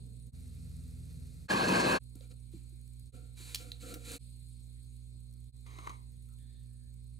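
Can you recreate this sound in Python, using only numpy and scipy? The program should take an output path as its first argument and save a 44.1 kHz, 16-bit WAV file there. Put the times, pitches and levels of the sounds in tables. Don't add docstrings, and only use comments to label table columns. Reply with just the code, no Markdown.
import sys
import numpy as np
from scipy import signal
from scipy.fft import rfft, irfft, next_fast_len
from scipy.io import wavfile
from scipy.ndimage import uniform_filter1d

SR = 44100
rng = np.random.default_rng(int(sys.argv[2]) if len(sys.argv) > 2 else 0)


def volts(x):
    e = np.asarray(x, float) / 20
    return 10 ** e


def file_out(sig):
    cols = np.atleast_2d(sig).T
    lim = np.clip(cols, -1, 1)
    pcm = np.round(lim * 32767).astype(np.int16)
    wavfile.write(sys.argv[1], SR, pcm)


N = 317079
STEP = 16
T, FFT_SIZE = np.arange(N) / SR, next_fast_len(N, real=True)
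F = np.fft.rfftfreq(FFT_SIZE, 1 / SR) + 1e-3

CUTS = [
    .316,
    1.482,
    1.989,
    3.117,
    4.185,
    5.519,
]


def noise():
    return rng.standard_normal(N)


def unit(x):
    return x / np.sqrt(np.mean(x ** 2))


def over_hz(table, count=1):
    rows = np.array(table, float)
    return np.interp(np.log(F), np.log(rows[:, 0]), rows[:, count])


def over_s(table, count=1):
    rows = np.array(table, float)
    return np.interp(T, rows[:, 0], rows[:, count])


def shape(x, gain):
    return irfft(rfft(x, FFT_SIZE) * gain, FFT_SIZE)[:N]


def colour(x, db):
    return shape(x, volts(db))


def lift(peaks):
    return sum(db / (1 + (2 * (F - hz) / width) ** 2) for hz, width, db in peaks)


def band(x, lo_hz, hi_hz):
    return signal.sosfilt(signal.butter(2, [lo_hz, min(hi_hz, .45 * SR)], "band", fs=SR, output="sos"), x)


def ring(x, hz, width_hz):
    return signal.lfilter(*signal.iirpeak(hz, hz / width_hz, SR), x)


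def smooth(coarse):
    return np.interp(T, T[::STEP], coarse)


def slow_walk(rate):
    k, count = int(SR / STEP / rate), len(T[::STEP])
    held = np.repeat(rng.standard_normal(count // k + 1), k)
    return 0.64 * uniform_filter1d(uniform_filter1d(held, k), k)[:count]


def walk(rate):
    return smooth(slow_walk(rate))


def grains(rate, spread_db):
    return (rng.random(N) < rate / SR) * noise() * volts(spread_db * rng.exponential(size=N))


def burst(s, db, t60):
    out, near = np.zeros(N), slice(int(s * SR) + 1, int((s + 2 * t60) * SR))
    age = T[near] - s
    out[near] = volts(db - 60 * age / max(t60, .002)) * np.minimum(age * 3000, 1)
    return out


def blip(s, db, width_s):
    out, near = np.zeros(N), slice(max(int((s - 4 * width_s) * SR), 0), int((s + 6 * width_s) * SR))
    out[near] = volts(db) * np.exp(-((T[near] - s - width_s) / width_s) ** 2)
    return out


def stroke(s, length, db, attack_s, fall_s, grow_db=0.):
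    age = T[::STEP] - s
    rising = 30 * np.clip(1 - age / attack_s, 0, None)
    falling = 20 * np.clip(age - length, 0, None) / fall_s
    growing = grow_db * np.clip(1 - age / length, 0, 1)
    return smooth(volts(db - growing - np.minimum(rising + falling, 200)))


def shot(index):
    edges = [0] + CUTS + [N / SR]
    return (T >= edges[index]) & (T < edges[index + 1])


def scatter(x, t60):
    tail = rng.standard_normal(SR // 5) * volts(-60 * T[:SR // 5] / t60)
    return signal.fftconvolve(x, tail / np.sqrt(np.sum(tail ** 2)))[:N]


def ports(x, room_db=-2, t60=0.29):
    # [f/Hz, side minus mid level/dB, side phase/rad]
    port_table = [(86.5, -15, 6), (223.3, -15.5, 4.5), (393.9, -7.5, 0.04), (600, 3.5, 1.33),
                  (755, 6, -0.96), (1100, 5.5, -1.5), (1600, -3.5, -1.7), (2220, 1, -1.5),
                  (3200, -2.5, -2.5), (4400, -11, -4.5), (5980, -17, -5.5), (7000, -29, -4.5),
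                  (9500, -30, -3.5), (11000, -50.5, -3)]
    mid = x + 0.29 * scatter(x, t60)
    turn = volts(over_hz(port_table)) * np.exp(1j * over_hz(port_table, count=2))
    side = shape(0.83 * mid + 0.77 * volts(room_db) * scatter(x, t60), turn)
    return np.array([mid + side, mid - side])


def hiss_db():
    start_db = [5.1, 3.2, 2, 3, 3.8, 7.8, 3.25]
    sag = [6, 0.5, 0, -1, 2, 5, 1]
    index = np.searchsorted(CUTS, T)
    age = T - np.array([0] + CUTS)[index]
    return np.array(start_db)[index] - np.array(sag)[index] * age


def tick_rows():
    # [first t/s, period/s, peak level/dB]
    ticking = [(.065, .1018, -53), (.334, 0.072, -52), (2.037, .06, -55), (3.151, 0.06296, -58.5),
               (4.246, 0.12, -56), (5.609, .1023, -57)]
    jitter_s, scatter_db, low_db = 0.0013, 2, -19
    rows = []
    for first, period, db in ticking:
        chance = rng.standard_normal((20, 2))
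        s = first + period * np.arange(len(chance)) + jitter_s * chance[:, 0]
        keep = np.searchsorted(CUTS, s) == np.searchsorted(CUTS, first)
        for tick_s, luck in zip(s[keep], chance[keep, 1]):
            if tick_s < N / SR:
                rows.append((tick_s, db + scatter_db * luck, low_db))
    return rows


def drive():
    # [multiple of mains, left level/dB, right level/dB, left lag/rad]
    hum_tones = [(1, -55, -47, .78), (2, -59, -51, 0.11), (3, -85, -76.5, .8), (4, -75.5, -64.5, 1),
                 (5, -92, -78, 1.1), (6, -102, -87, 1.5), (8, -103, -84.5, 2.4)]
    # [t/s, peak level/dB, low part level/dB]
    stray_ticks = [(.198, -53, -20), (.225, -54.5, -20), (0.646, -51.5, -23), (0.879, -48, -25),
                   (2.155, -44, -17), (2.878, -54, -8), (4.831, -57, -22.5), (5.104, -60, -23.5),
                   (5.311, -59, -18), (5.338, -51, -15), (5.404, -55, -22.5), (5.566, -56, -16.5),
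                   (6.167, -58.5, -20), (6.256, -58, -8), (6.288, -53, -8), (6.337, -56, -28),
                   (6.387, -55.5, -9), (6.66, -61, -26.5), (6.886, -63, -20.5), (7.078, -62.5, -13)]
    mains_hz = 59.97
    cycle = 2 * np.pi * mains_hz * T
    hum = 0
    for k, left_db, right_db, lag in hum_tones:
        turn = k * (cycle + 0.026 * walk(7.5)) + 3.695 * k
        waver = volts(0.42 * walk(2.5) + 1.0 * walk(24))
        pair = np.array([volts(left_db) * np.cos(turn - lag), volts(right_db) * np.cos(turn)])
        hum = hum + waver * np.sqrt(2) * pair
    gate = (1 + .5 * np.cos(2 * cycle)) * (1 + 0.1487 * np.cos(cycle + 1.5)) * (1 + .6 * np.cos(cycle / 2))
    buzz = volts(-77.5 + hiss_db()) * unit(gate * ring(noise(), 8450, 300))
    bright = unit(band(noise(), 6500, 13500))
    dull = unit(band(noise(), 2200, 5000))
    ticks = 0
    for s, db, low_db in tick_rows() + stray_ticks:
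        ticks = ticks + blip(s, db - 10.5, 0.0011) * (bright + volts(low_db) * dull)
    return hum + buzz + ports(ticks, room_db=-4.5)


def motor():
    # [t/s, drone f/Hz, load level/dB]
    load_table = [(0.33, 82, -51), (0.5, 81.67, -51.5), (0.79, 81.2, -47), (1.19, 80.46, -50.5),
                  (1.24, 81.6, -46.5), (1.32, 81.25, -58.5), (1.4, 81.19, -51), (1.48, 82, -56)]
    # [multiple, level/dB]
    overtones = [(2, -9.5), (3, -16.5)]
    # [f/Hz, level/dB per Hz]
    rumble_tone = [(40, -30), (70, -12.5), (140, 2), (200, -13), (260, -10.5), (320, -26), (470, -24),
                   (720, -42), (1000, -59)]
    # [f/Hz, level/dB per Hz]
    trim_tone = [(410, -27), (700, -9.5), (919, -23), (1340, -8), (1470, -13), (2560, -7), (2990, -17),
                 (4190, -2), (5220, -8), (8320, -6), (11800, -7.5), (15500, -25.5)]
    turn = 2 * np.pi * np.cumsum(over_s(load_table) * (1 + 0.0073 * walk(14))) / SR
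    drone = np.cos(turn) + sum(volts(db + 2.7 * walk(26)) * np.cos(k * turn + k) for k, db in overtones)
    load_db = over_s(load_table, count=2)
    low = np.sqrt(2) * drone * volts(load_db) * shot(index=1)
    rumble = unit(colour(noise(), over_hz(rumble_tone))) * volts(1.18 * walk(4))
    bearing = volts(-55.5 + 0.21 * (load_db + 49))
    idle = volts(-51 - 42.5 * T) + stroke(.24, 0.027, -53, 0.04217, .06)
    low = low + rumble * (shot(index=1) * bearing + shot(index=0) * idle)
    tool = unit(colour(noise() + grains(3000, 2.8), over_hz(trim_tone))) * (T < CUTS[1])
    trim = stroke(CUTS[0], CUTS[1] - CUTS[0], -70, 0.026, .03)
    nick = blip(1.1, -71, .008)
    return ports(low, room_db=1.5) * (T < CUTS[1]) + ports(tool * (trim + nick), room_db=-13)


def shed():
    # [f/Hz, mid level/dB per Hz, side level/dB per Hz]
    air_tone = [(33.85, -92.5, -95.5), (71.6, -82.5, -91.5), (145, -88, -88), (218.5, -100, -96.5),
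                (330, -107, -102), (500, -113, -106), (840, -126, -113), (1370, -128, -117),
                (2960, -126, -122), (5570, -126, -124), (6909, -119, -142), (8920, -112, -150),
                (11250, -118.5, -155), (14830, -135, -160)]
    # [f/Hz, width/Hz, lift/dB]
    case_bumps = [(3780, 1300, 8), (4260, 410, 12.5), (4850, 136, 8.5),
                  (2350, 400, 6), (3040, 600, -5), (5700, 1200, -5)]
    both, settling_db, octaves = [], hiss_db()[::STEP], np.log2(F)
    for count, patchy_db in ((1, 2.5), (2, 1.5)):
        tone_db = over_hz(air_tone, count=count) + lift(case_bumps)
        whole = rfft(noise(), FFT_SIZE) * volts(tone_db) * np.sqrt(SR / 2)
        out = 0
        for hz in 30 * 2 ** np.arange(0, 9.3, 1 / 4):
            near = slice(*np.searchsorted(octaves, np.log2(hz) + np.array([-1, 1]) / 4))
            cut = np.zeros_like(whole)
            cut[near] = whole[near] * np.cos(2 * np.pi * (octaves[near] - np.log2(hz))) ** 2
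            faint = np.exp(-(np.log2(hz / 1300) / 0.83) ** 2)
            db = (5.0 + patchy_db * faint) * slow_walk(28) + (hz > 2000) * settling_db
            out = out + irfft(cut, FFT_SIZE)[:N] * smooth(volts(db))
        both.append(out)
    return np.array([both[0] + both[1], both[0] - both[1]])


def torch():
    # [t/s, level/dB]
    flow = [(1.484, -33), (1.51, -30), (1.58, -33), (1.766, -29), (1.83, -34), (1.865, -28), (1.915, -32),
            (1.958, -29.5), (1.99, -39.5)]
    # [f/Hz, level/dB per Hz]
    flame = [(60, -25.5), (100, -12), (150, -6.5), (220, -5), (330, -5.5), (430, -12), (650, -14.5),
             (1300, -22), (1950, -24.5), (3100, -26), (5100, -30.5), (9000, -35), (13000, -43.5),
             (15800, -49)]
    # [f/Hz, width/Hz, lift/dB]
    nozzle = [(354, 31, 4), (510, 120, 5), (1094.5, 200, 9.5), (1590, 190, 9), (1669, 120, 10),
              (2590, 450, 9.5), (4330, 590, 12), (7266, 1400, 4), (10446, 1600, 4)]
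    tone = over_hz(flame) + lift(nozzle)
    high = 1 / (1 + (800 / F) ** 4)
    roar = unit(colour(noise() * volts(0.96 * walk(60)), tone + 10 * np.log10(1 - high + 1e-9)))
    jet = unit(colour(noise() * volts(2.8 * walk(90)), tone + 10 * np.log10(high + 1e-9)))
    halves = 2 * np.log2(F / 500)
    bands = (np.cos(np.pi / 2 * np.clip(halves - k, -1, 1)) ** 2 for k in range(11))
    jet = unit(sum(volts(3 * walk(45)) * shape(jet, gain) for gain in bands))
    flow_db = over_s(flow)
    roar = 0.78 * roar * volts(flow_db) * np.clip((T - CUTS[1]) / 0.026, 0, 1)
    jet = volts(-33.5 + 0.36 * (flow_db + 30)) * jet
    return ports(shot(index=2) * (roar + jet)) * (T < CUTS[2])


def bats():
    # [f/Hz, width/Hz, level/dB]
    modes = [(270, 65, -1.5), (480, 37.4, -1.5), (711, 35.2, -11.5)]
    # [f/Hz, level/dB per Hz]
    grit_tone = [(470, -49), (800, -9), (965, -9.5), (1350, -12.5), (1470, -9.5), (3200, -7), (4420, 1),
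                 (5400, -11), (7020, -0.5), (9830, -3), (14100, -12), (15800, -26)]
    # [f/Hz, width/Hz, lift/dB]
    grit_bite = [(2367, 350, 8.5), (4000, 640, 4)]
    # [t/s, length/s, grit level/dB, board ring over grit/dB, time to fall 20 dB/s]
    rubs = [
        (2.134, 0.0274, -69, 2, 0.07),
        (2.188, 0.067, -69.5, 1.5, 0.03),
        (2.275, .05, -66.5, 1.5, 0.0041),
        (2.497, 0.037, -69.5, -26, 0.28),
        (3.093, 0.062, -67.5, 7.5, 0.27),
        (3.343, 0.1844, -54, -12, 0.12),
        (3.565, 0.071, -61, 3.5, 0.23),
        (3.779, 0.16, -54.5, 5, 0.08),
        (3.975, 0.092, -64.5, -1, 1),
        (4.024, .135, -50.5, -2.5, 2),
    ]
    # [t/s, peak level/dB, f/Hz, t60/s]
    knocks = [(2.155, -38, 252, 0.0344), (2.208, -51, 528, 0.0447), (2.335, -58, 500, 0.02666),
              (2.536, -44, 330, 0.13), (2.543, -43, 174, 0.078), (2.563, -48.5, 270, 0.054),
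              (2.723, -57.5, 336, 0.082), (3.146, -51, 267, 0.088), (3.4, -52.5, 354, .07)]
    # [t/s, peak level/dB, f/Hz, t60/s, ring level/dB]
    cracks = [(2.153, -59.5, 4300, 0.016, 4.5), (2.208, -62.5, 3840, 0.0156, 12),
              (2.314, -63, 4010, 0.02, 10), (3.5455, -24.5, 4100, 0.0045, -4.5),
              (3.547, -22.5, 4120, 0.015, 0), (3.5567, -27, 4400, 0.0096, 4),
              (3.718, -41, 3930, 0.00904, 9.5), (3.94, -37.5, 4330, 0.046, -38),
              (4.118, -33, 7410, 0.0077, -1.5), (4.1644, -34, 10700, 0.008, -1)]
    attack_s = 0.0327
    rub = noise() + grains(3700, 2.4)
    grit = unit(colour(rub, over_hz(grit_tone) + lift(grit_bite))) * volts(3.06 * walk(39.87))
    board = 0
    for hz, width, db in modes:
        mode = ring(ring(rub, hz, 1.424 * width), hz, 1.424 * width)
        board = board + volts(db + 2.5 * walk(36)) * unit(mode)
    board = unit(board)
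    edge = unit(ring(rub, 1370, 55))
    slide, press = 0, 0
    for s, length, db, ring_db, fall_s in rubs:
        slide = slide + stroke(s, length, db, attack_s, fall_s, 21 * length)
        loaded_s = s + 0.0177 * min(length / 0.17, 1)
        press = press + stroke(loaded_s, length, db + ring_db, attack_s, 0.68 * fall_s, 39.5 * length)
    out = grit * slide + (board + volts(-13.5) * edge) * press
    for s, db, hz, t60 in knocks:
        onset = np.minimum(np.clip(T - s, 0, None) * 300, 1)
        out = out + burst(s, db, t60) * np.sin(2 * np.pi * hz * (T - s)) * onset
    air = unit(band(band(noise(), 1900, 16000), 1900, 16000))
    hollow = noise()
    for s, db, hz, t60, ring_db in cracks:
        snap = air + volts(ring_db) * unit(ring(hollow, hz, hz / 5))
        out = out + snap * (burst(s, db - 5.5, t60) + burst(s, db - 33.0, 5 * t60))
    return ports(out, room_db=-2.5) * (T < CUTS[4])


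def peel():
    # [t/s, length/s, level/dB, f/Hz]
    creaks = [
        (5.5, 0.075, -81.5, 4000),
        (6.275, 0.0425, -82.5, 1326),
        (6.375, 0.2539, -86.5, 1780),
        (6.37, 0.25, -80, 3630),
        (6.68, 0.21, -91, 1740),
    ]
    rub = noise() + grains(600, 3)
    out = 0
    for s, length, db, hz in creaks:
        creak = unit(ring(ring(rub, hz, 0.12 * hz), hz, 0.12 * hz))
        out = out + stroke(s, length, db, 0.014, 0.074) * creak
    return ports(out)


def rim():
    # [t/s, peak level/dB, edge level/dB, t60/s]
    catches = [
        (5.664, -55.5, 6, 0.022),
        (5.786, -42, 0, 0.0246),
        (5.866, -42, -10.5, 0.028),
        (5.872, -33, -3.5, 0.02),
        (5.894, -42.5, 4.5, 0.0384),
    ]
    # [f/Hz, width/Hz, level/dB]
    edge_modes = [(2119, 320, 4.5), (3093, 500, -4), (3840, 410, 0.5), (6170, 500, -3.5), (370, 180, 4.5),
                  (700, 240, -12.5)]
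    start_s, length_s, attack_s = 5.645, 0.23, 0.022
    chatter = volts(2.4 * walk(45))
    boom = stroke(start_s, length_s, -58, attack_s, 0.1194, 17.5) * chatter
    bite = stroke(start_s, length_s, -59, attack_s, 0.13, 7) * chatter
    for s, db, edge_db, t60 in catches:
        boom = boom + blip(s, db - 12.0, t60 / 5)
        bite = bite + burst(s, db + edge_db - 10, t60)
    hollow_hz = 1132 - 1400 * np.clip(T - start_s - length_s, 0, .25)
    turn = 2 * np.pi * np.cumsum(hollow_hz) / SR
    slow = signal.butter(2, 130, fs=SR, output="sos")
    in_step, across = signal.sosfilt(slow, noise()), signal.sosfilt(slow, noise())
    hollow = unit(in_step * np.cos(turn) + across * np.sin(turn))
    rub = noise() + grains(3000, 1.5)
    edge = unit(sum(volts(db + 0.43 * walk(30)) * unit(ring(rub, hz, width)) for hz, width, db in edge_modes))
    return ports(boom * hollow + bite * edge)


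def scene():
    return drive() + motor() + shed() + torch() + bats() + peel() + rim()


def gate_faint(x):
    threshold_db, depth_db = -108, -2.5
    mid, side = (x[0] + x[1]) / 2, (x[0] - x[1]) / 2
    hz, _, cells = signal.stft(mid, SR, nperseg=1024)
    power = uniform_filter1d(uniform_filter1d(np.abs(cells) ** 2, size=3, axis=0), size=2, axis=1)
    middle = ((hz > 600) & (hz < 3300))[:, None]
    shut = 1 / (1 + (power / volts(2 * threshold_db)) ** 4) * middle
    mid = signal.istft(cells * volts(depth_db * shut), SR, nperseg=1024)[1][:N]
    return np.array([mid + side, mid - side])


def roll_off(x):
    return signal.sosfilt(signal.butter(12, 16470, fs=SR, output="sos"), x)


def record(dry):
    fade_s, fade_power = 0.032, 1.1
    heard = signal.sosfilt(signal.butter(3, 42, "high", fs=SR, output="sos"), dry)
    heard = signal.sosfilt(signal.ellip(6, .3, 40, 15600, fs=SR, output="sos"), gate_faint(heard))
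    gap = np.min([np.abs(T - s) for s in CUTS], axis=0)
    mix = heard * np.clip(gap / fade_s, .02, 1) ** fade_power
    return roll_off(mix)


dry = scene()
out = record(dry)
file_out(out)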